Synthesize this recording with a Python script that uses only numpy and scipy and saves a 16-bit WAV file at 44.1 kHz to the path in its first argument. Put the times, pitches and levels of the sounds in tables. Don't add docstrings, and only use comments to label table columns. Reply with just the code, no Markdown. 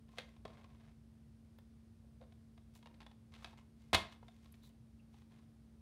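import sys
import numpy as np
from scipy import signal
from scipy.fft import rfft, irfft
from scipy.io import wavfile
from scipy.ndimage import uniform_filter1d

SR = 44100
rng = np.random.default_rng(int(sys.argv[2]) if len(sys.argv) > 2 else 0)


def wrap_up_sound(samples):
    columns = np.atleast_2d(samples).T
    tamed = np.clip(columns, -1, 1)
    steps = np.round(tamed * 32767).astype(np.int16)
    wavfile.write(sys.argv[1], SR, steps)


N = 256220
TAPS = 16384
HZ, AGE_S = np.fft.rfftfreq(TAPS, 1 / SR), np.arange(TAPS) / SR

# frequency in Hz, gain in dB.
SHELL = [(100, -6.5), (300, 0), (470, -3.5), (700, 1), (1150, -3.5), (1440, -5), (1700, -3), (2150, -4.5),
         (2500, -4.5), (3750, -4), (5000, -11.5), (7500, -19), (9000, -18.5), (15500, -34.5)]
# start in seconds, length in seconds, level in dB, tilt in dB per octave.
STROKES = [(0.076, 0.29, -72, 1.5), (0.434, 0.3, -68, -2.5), (0.683, 0.15, -74, -2.5),
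           (.79, 0.17, -73, -1.5), (2.734, 0.067, -70, 7.5), (2.818, 0.36, -77, -5), (3.312, .11, -67, 0),
           (3.393, 0.16, -67, 1), (3.568, 0.055, -67.5, 0), (3.757, 0.22, -79.5, 2),
           (4.082, 0.088, -69.5, 2), (4.166, 0.64, -79.5, 3), (4.623, .08, -71, 9.5),
           (5.104, .16, -78.5, 2.5), (5.287, 0.17, -75, -0.5)]


def amp(db):
    return 10 ** (np.asarray(db) / 20)


def unit_rms(x):
    return x / np.sqrt(np.mean(x ** 2) + 1e-20)


def unit_blow(x):
    return x / np.linalg.norm(x) * np.sqrt(.012 * SR)


def curve(points, hz):
    point_hz, values = np.transpose(points)
    return np.interp(np.log(hz + 1), np.log(point_hz + 1), values)


def add(mix, start_s, sound):
    part = mix[max(round(start_s * SR), 0):][:len(sound)]
    part += sound[:len(part)]


def colour(x, gain_db):
    log_gain = np.log(amp(np.r_[gain_db, gain_db[-2:0:-1]]))
    taps = np.fft.ifft(np.exp(np.conj(signal.hilbert(log_gain)))).real
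    return signal.fftconvolve(x, taps[:TAPS // 2])[:len(x)]


def drift(samples):
    return unit_rms(uniform_filter1d(uniform_filter1d(rng.standard_normal(N), samples), samples))


def resonance(hz, width_hz):
    return 1 / (1 + (2 * (HZ - hz) / width_hz) ** 2)


def shell_db(tilt_db_oct, damping):
    # frequency in Hz, width in Hz, height over the broad spectrum in dB, at damping 1.
    case_modes = [(654, 16, 7), (709, 15, 9), (807, 13, 5), (967, 12, 7), (1002, 11, 9), (1072, 12, 13),
                  (1258, 24, 7), (1610, 16, 6), (1780, 50, 2), (2122, 28, 11), (2570, 14, 9), (2910, 25, 6),
                  (3274, 18, 7), (3438, 40, 7), (3693, 26, 7), (3870, 28, 8), (4170, 110, 6), (4578, 20, 5)]
    modes = sum((amp(db) ** 2 - 1) / damping * resonance(hz, width_hz * damping)
                for hz, width_hz, db in case_modes)
    octaves = np.log2(np.maximum(HZ, 300) / 2000)
    return curve(SHELL, HZ) + 10 * np.log10(1 + modes) + tilt_db_oct * octaves


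def spot_db(hz, width_hz, lift_db):
    return 10 * np.log10(1 + (amp(lift_db) * resonance(hz, width_hz)) ** 2)


def touched_hz():
    return rng.uniform(2200, 3800)


def swell(length_s, peak_share=.31):
    share = np.arange(0, length_s, 1 / SR) / length_s
    return np.sin(np.pi / 2 * np.interp(share, [0, peak_share, 1], [0, 1, 0])) ** 1.08


def burst(hold_s, t60_s, rattle_db, rattle_t60_s):
    after_s = np.maximum(AGE_S - hold_s, 0)
    fade = amp(-60 * after_s / t60_s) + amp(rattle_db - 60 * after_s / rattle_t60_s) + 1e-9
    x = rng.standard_normal(TAPS) * fade
    for _ in range(4):
        spectrum = rfft(x)
        x = irfft(spectrum / (abs(spectrum) + 1e-9))
        x = x * fade / np.sqrt(abs(uniform_filter1d(x ** 2, size=64)) + 1e-18)
    return x / np.linalg.norm(x)


def room_air(level_db=-63, waver_db=.1):
    # frequency in Hz, relative density in dB.
    spectrum = [(25, -26), (45, -21), (60, 1.5), (100, -1.5), (145, -2.5), (175, -11.5), (280, -15),
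                (500, -24.5), (1000, -32.5), (2500, -38.5), (5000, -40.5), (7700, -46), (8700, -41.5),
                (15000, -52.5)]
    air = colour(rng.standard_normal(N + TAPS), curve(spectrum, HZ))[TAPS:]
    return amp(level_db - waver_db * drift(samples=9000)) * unit_rms(air)


def appliance_hum(waver_db=.2, wander_rad=.12):
    # frequency in Hz, rms level in dB.
    tones = [(59, -72.5), (225.2, -65), (421, -97.5), (1048, -103)]
    t = np.arange(N) / SR
    out = np.zeros(N)
    for hz, db in tones:
        peak = np.sqrt(2) * amp(db + waver_db * drift(samples=8000))
        phase = 2 * np.pi * (hz * t + rng.random()) + wander_rad * drift(samples=12000)
        out += peak * np.sin(phase)
    return out


def slides(slips_per_s=1200, spread_db=1.5, hiss_gain=.54, judder_db=2.5):
    # frequency in Hz, gain in dB.
    rub_spectrum = [(100, 0.5), (400, 0.5), (900, -1.5), (1500, -4.5), (2300, -3.5), (4000, -9.5),
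                    (6000, -12), (15500, -28.5)]
    slips = rng.standard_normal(N) * amp(spread_db * np.minimum(rng.exponential(1, N), 3))
    slips *= rng.random(N) < slips_per_s / SR
    drive = unit_rms(slips) + hiss_gain * rng.standard_normal(N)
    drive *= amp(judder_db * drift(samples=300))
    out = np.zeros(N)
    for start_s, length_s, db, tilt_db_oct in STROKES:
        pressure = swell(length_s)
        gain_db = curve(rub_spectrum, HZ) + shell_db(tilt_db_oct, damping=4) - curve(SHELL, HZ)
        rub = colour(drive[round(start_s * SR):][:len(pressure)], gain_db)
        add(out, start_s, amp(db) * pressure * unit_rms(rub))
    return out


def tick(body_db, body_hz, hard_db, crack_hz, fizz_db=-14, echo_gain=.73, echo_s=.003):
    spot = spot_db(body_hz, width_hz=130, lift_db=10.5) + spot_db(crack_hz, width_hz=190, lift_db=5.5)
    echoes = sum(np.exp(-2j * np.pi * HZ * lag_s) for lag_s in echo_s * (.5 + rng.random(3)))
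    hollow_db = 20 * np.log10(abs(1 + echo_gain * echoes) + .0011)
    slips = burst(hold_s=.001, t60_s=.014, rattle_db=-26.5, rattle_t60_s=.075)
    blow = colour(slips, shell_db(tilt_db_oct=-.7, damping=5.5) + spot + hollow_db)
    out = np.zeros(TAPS)
    for edges_hz, db in ((200, 1400), 0), ((1400, 5500), hard_db), ((5500, 17000), hard_db + fizz_db):
        band = signal.butter(3, edges_hz, "bandpass", fs=SR, output="sos")
        out += amp(body_db + db) * unit_blow(signal.sosfilt(band, blow))
    return out


def finger_taps():
    # start in seconds, body level in dB, body pitch in Hz, hardness in dB.
    taps = [(0.09, -73, 1050, -3), (0.135, -68.5, 1070, -19), (0.174, -60.5, 650, -3.5),
            (0.364, -71, 420, -2.5), (0.6425, -66, 1090, -1), (1.586, -67, 553, -3.5),
            (2.322, -74, 650, 1.5), (2.5766, -69.5, 670, -2), (2.756, -72.5, 420, -2.5),
            (2.827, -70, 950, 1.5), (2.942, -73.5, 543, 1), (3.064, -61.5, 810, 0.5),
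            (3.1134, -69.5, 830, -1.5), (3.423, -65, 1250, -4), (3.4448, -56.5, 710, 6),
            (3.5295, -65, 890, -10), (4.124, -70, 1080, 8.5), (4.228, -61.5, 740, -14.5),
            (4.282, -63.5, 701, -0.5), (4.458, -73.5, 1146, 3), (4.541, -79, 706, 9),
            (5.142, -70, 805, -5.5), (5.219, -72.5, 418, -3.5), (5.319, -75.5, 535, -0.5)]
    out = np.zeros(N)
    for start_s, db, hz, hard_db in taps:
        add(out, start_s, tick(db, hz, hard_db, touched_hz()))
    return out


def catches(per_stroke=3, offset_db=-8, spread_db=2, centre_hz=850, hard_db=-1):
    out = np.zeros(N)
    for start_s, length_s, stroke_db, _ in STROKES:
        for share, strength, pitch in rng.random((per_stroke, 3)):
            db = stroke_db + offset_db + spread_db * (2 * strength - 1)
            hz = centre_hz * 2 ** (pitch - .5)
            add(out, start_s + share * length_s, tick(db, hz, hard_db, touched_hz()))
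    return out


def knocks(crack_hz=3240, edge_lag_s=.0055, rebounds=4, gap_growth=1.2, fall_db=3.5, loss_db_per_s=400):
    # start in seconds, body level in dB, body pitch in Hz, hardness in dB,
    # first rocking gap in seconds.
    landings = [(0.1835, -49.5, 539, 4.5, .008), (0.452, -48.5, 590, -8.5, 0.021)]
    out = np.zeros(N)
    for start_s, db, hz, hard_db, gap_s in landings:
        far_edge_s = start_s + edge_lag_s
        add(out, start_s, tick(db, hz, hard_db, crack_hz))
        add(out, far_edge_s, tick(db - 10.5, hz, hard_db / 2 - 3, crack_hz))
        rebound_db = db - 6.5 - loss_db_per_s * gap_s
        for k, lag_s in enumerate(np.cumsum(gap_s * gap_growth ** np.arange(rebounds))):
            add(out, far_edge_s + lag_s, tick(rebound_db - fall_db * k, hz, hard_db / 2, crack_hz))
    return out


def thumps(rise_s=.00068):
    # start in seconds, level in dB, pitch in Hz, t60 in seconds.
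    flexes = [(0.187, -49.5, 241, 0.045), (0.453, -38.5, 447, 0.019), (0.452, -47, 158, 0.054),
              (2.044, -61, 570, 0.032), (3.936, -30.5, 91, 0.11), (3.934, -41.5, 287.4, 0.073),
              (3.945, -41.5, 191.9, 0.19)]
    out = np.zeros(N)
    for start_s, db, hz, t60_s in flexes:
        envelope = amp(db - 60 * AGE_S / t60_s) * (1 - np.exp(-AGE_S / rise_s))
        add(out, start_s, envelope * np.sin(2 * np.pi * hz * AGE_S))
    return out


def squeaks():
    # start in seconds, length in seconds, level in dB, centre in Hz, width in Hz.
    skin_slips = [(1.584, .008, -73, 13900, 6000), (2.204, 0.033, -59.5, 602, 157),
                  (4.521, 0.0089, -64, 11600, 3540), (4.615, 0.083, -73.5, 3850, 792),
                  (4.991, 0.025, -78, 2740, 299)]
    out = np.zeros(N)
    for start_s, length_s, db, hz, width_hz in skin_slips:
        pressure = swell(length_s)
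        band_db = np.maximum(20 * np.log10(resonance(hz, width_hz)), -60)
        squeak = colour(rng.standard_normal(len(pressure)), band_db)
        add(out, start_s, amp(db) * pressure * unit_rms(squeak))
    return out


def creaks(gap_s=.012, fall_db=2.5):
    # start in seconds, length in seconds, body level in dB, body pitch in Hz, hardness in dB.
    squeezes = [(2.213, .03, -65, 620, -8), (2.8586, .02, -61.5, 930, -2), (3.004, .03, -64, 880, 1.5),
                (3.338, .03, -70, 690, 7), (3.447, .03, -61.5, 740, 0)]
    out = np.zeros(N)
    for start_s, length_s, db, hz, hard_db in squeezes:
        crack_hz = touched_hz()
        for k, lag_s in enumerate(np.arange(0, length_s, gap_s)):
            add(out, start_s + lag_s, tick(db - fall_db * k, hz, hard_db, crack_hz))
    return out


def latch_snap():
    # start in seconds, level in dB, ripple length in seconds, tilt in dB per octave.
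    latches = [(3.931, -28.5, .008, -.5), (3.945, -25.5, .0055, 1)]
    out = np.zeros(N)
    for start_s, db, ripple_s, tilt_db_oct in latches:
        slips = burst(hold_s=ripple_s, t60_s=.028, rattle_db=-16, rattle_t60_s=.17)
        ring = colour(slips, shell_db(tilt_db_oct, damping=.93))
        add(out, start_s, amp(db) * unit_blow(ring))
    return out


def reflections(x, wet_db=-11, taps_per_s=4000, gap_s=.0022, build_s=.0035):
    # frequency in Hz, t60 in seconds.
    decay = [(100, 0.36), (700, 0.37), (2000, 0.33), (4500, 0.3), (12000, .23)]
    taps = rng.choice([-1., 1.], SR) * (rng.random(SR) < taps_per_s / SR)
    hz, t, bands = signal.stft(taps, SR, nperseg=256)
    bands *= amp(-60 * t / curve(decay, hz)[:, None])
    tail = signal.istft(bands, SR, nperseg=256)[1][:SR]
    tail *= np.clip((np.arange(SR) / SR - gap_s) / build_s, 0, 1)
    return amp(wet_db) * signal.fftconvolve(x, tail / np.linalg.norm(tail))[:N]


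def scene():
    background = room_air() + appliance_hum()
    case = slides() + finger_taps() + catches() + knocks() + thumps()
    case += squeaks() + creaks() + latch_snap()
    return (case + reflections(case) + background)[None]


def record(dry, low_hz=47, high_hz=15800):
    bass_cut = signal.butter(6, low_hz, "highpass", fs=SR, output="sos")
    band_limit = signal.firwin(511, high_hz, window=("kaiser", 9), fs=SR)
    return signal.oaconvolve(signal.sosfilt(bass_cut, dry), band_limit[None], "same")


dry = scene()
out = record(dry)
wrap_up_sound(out)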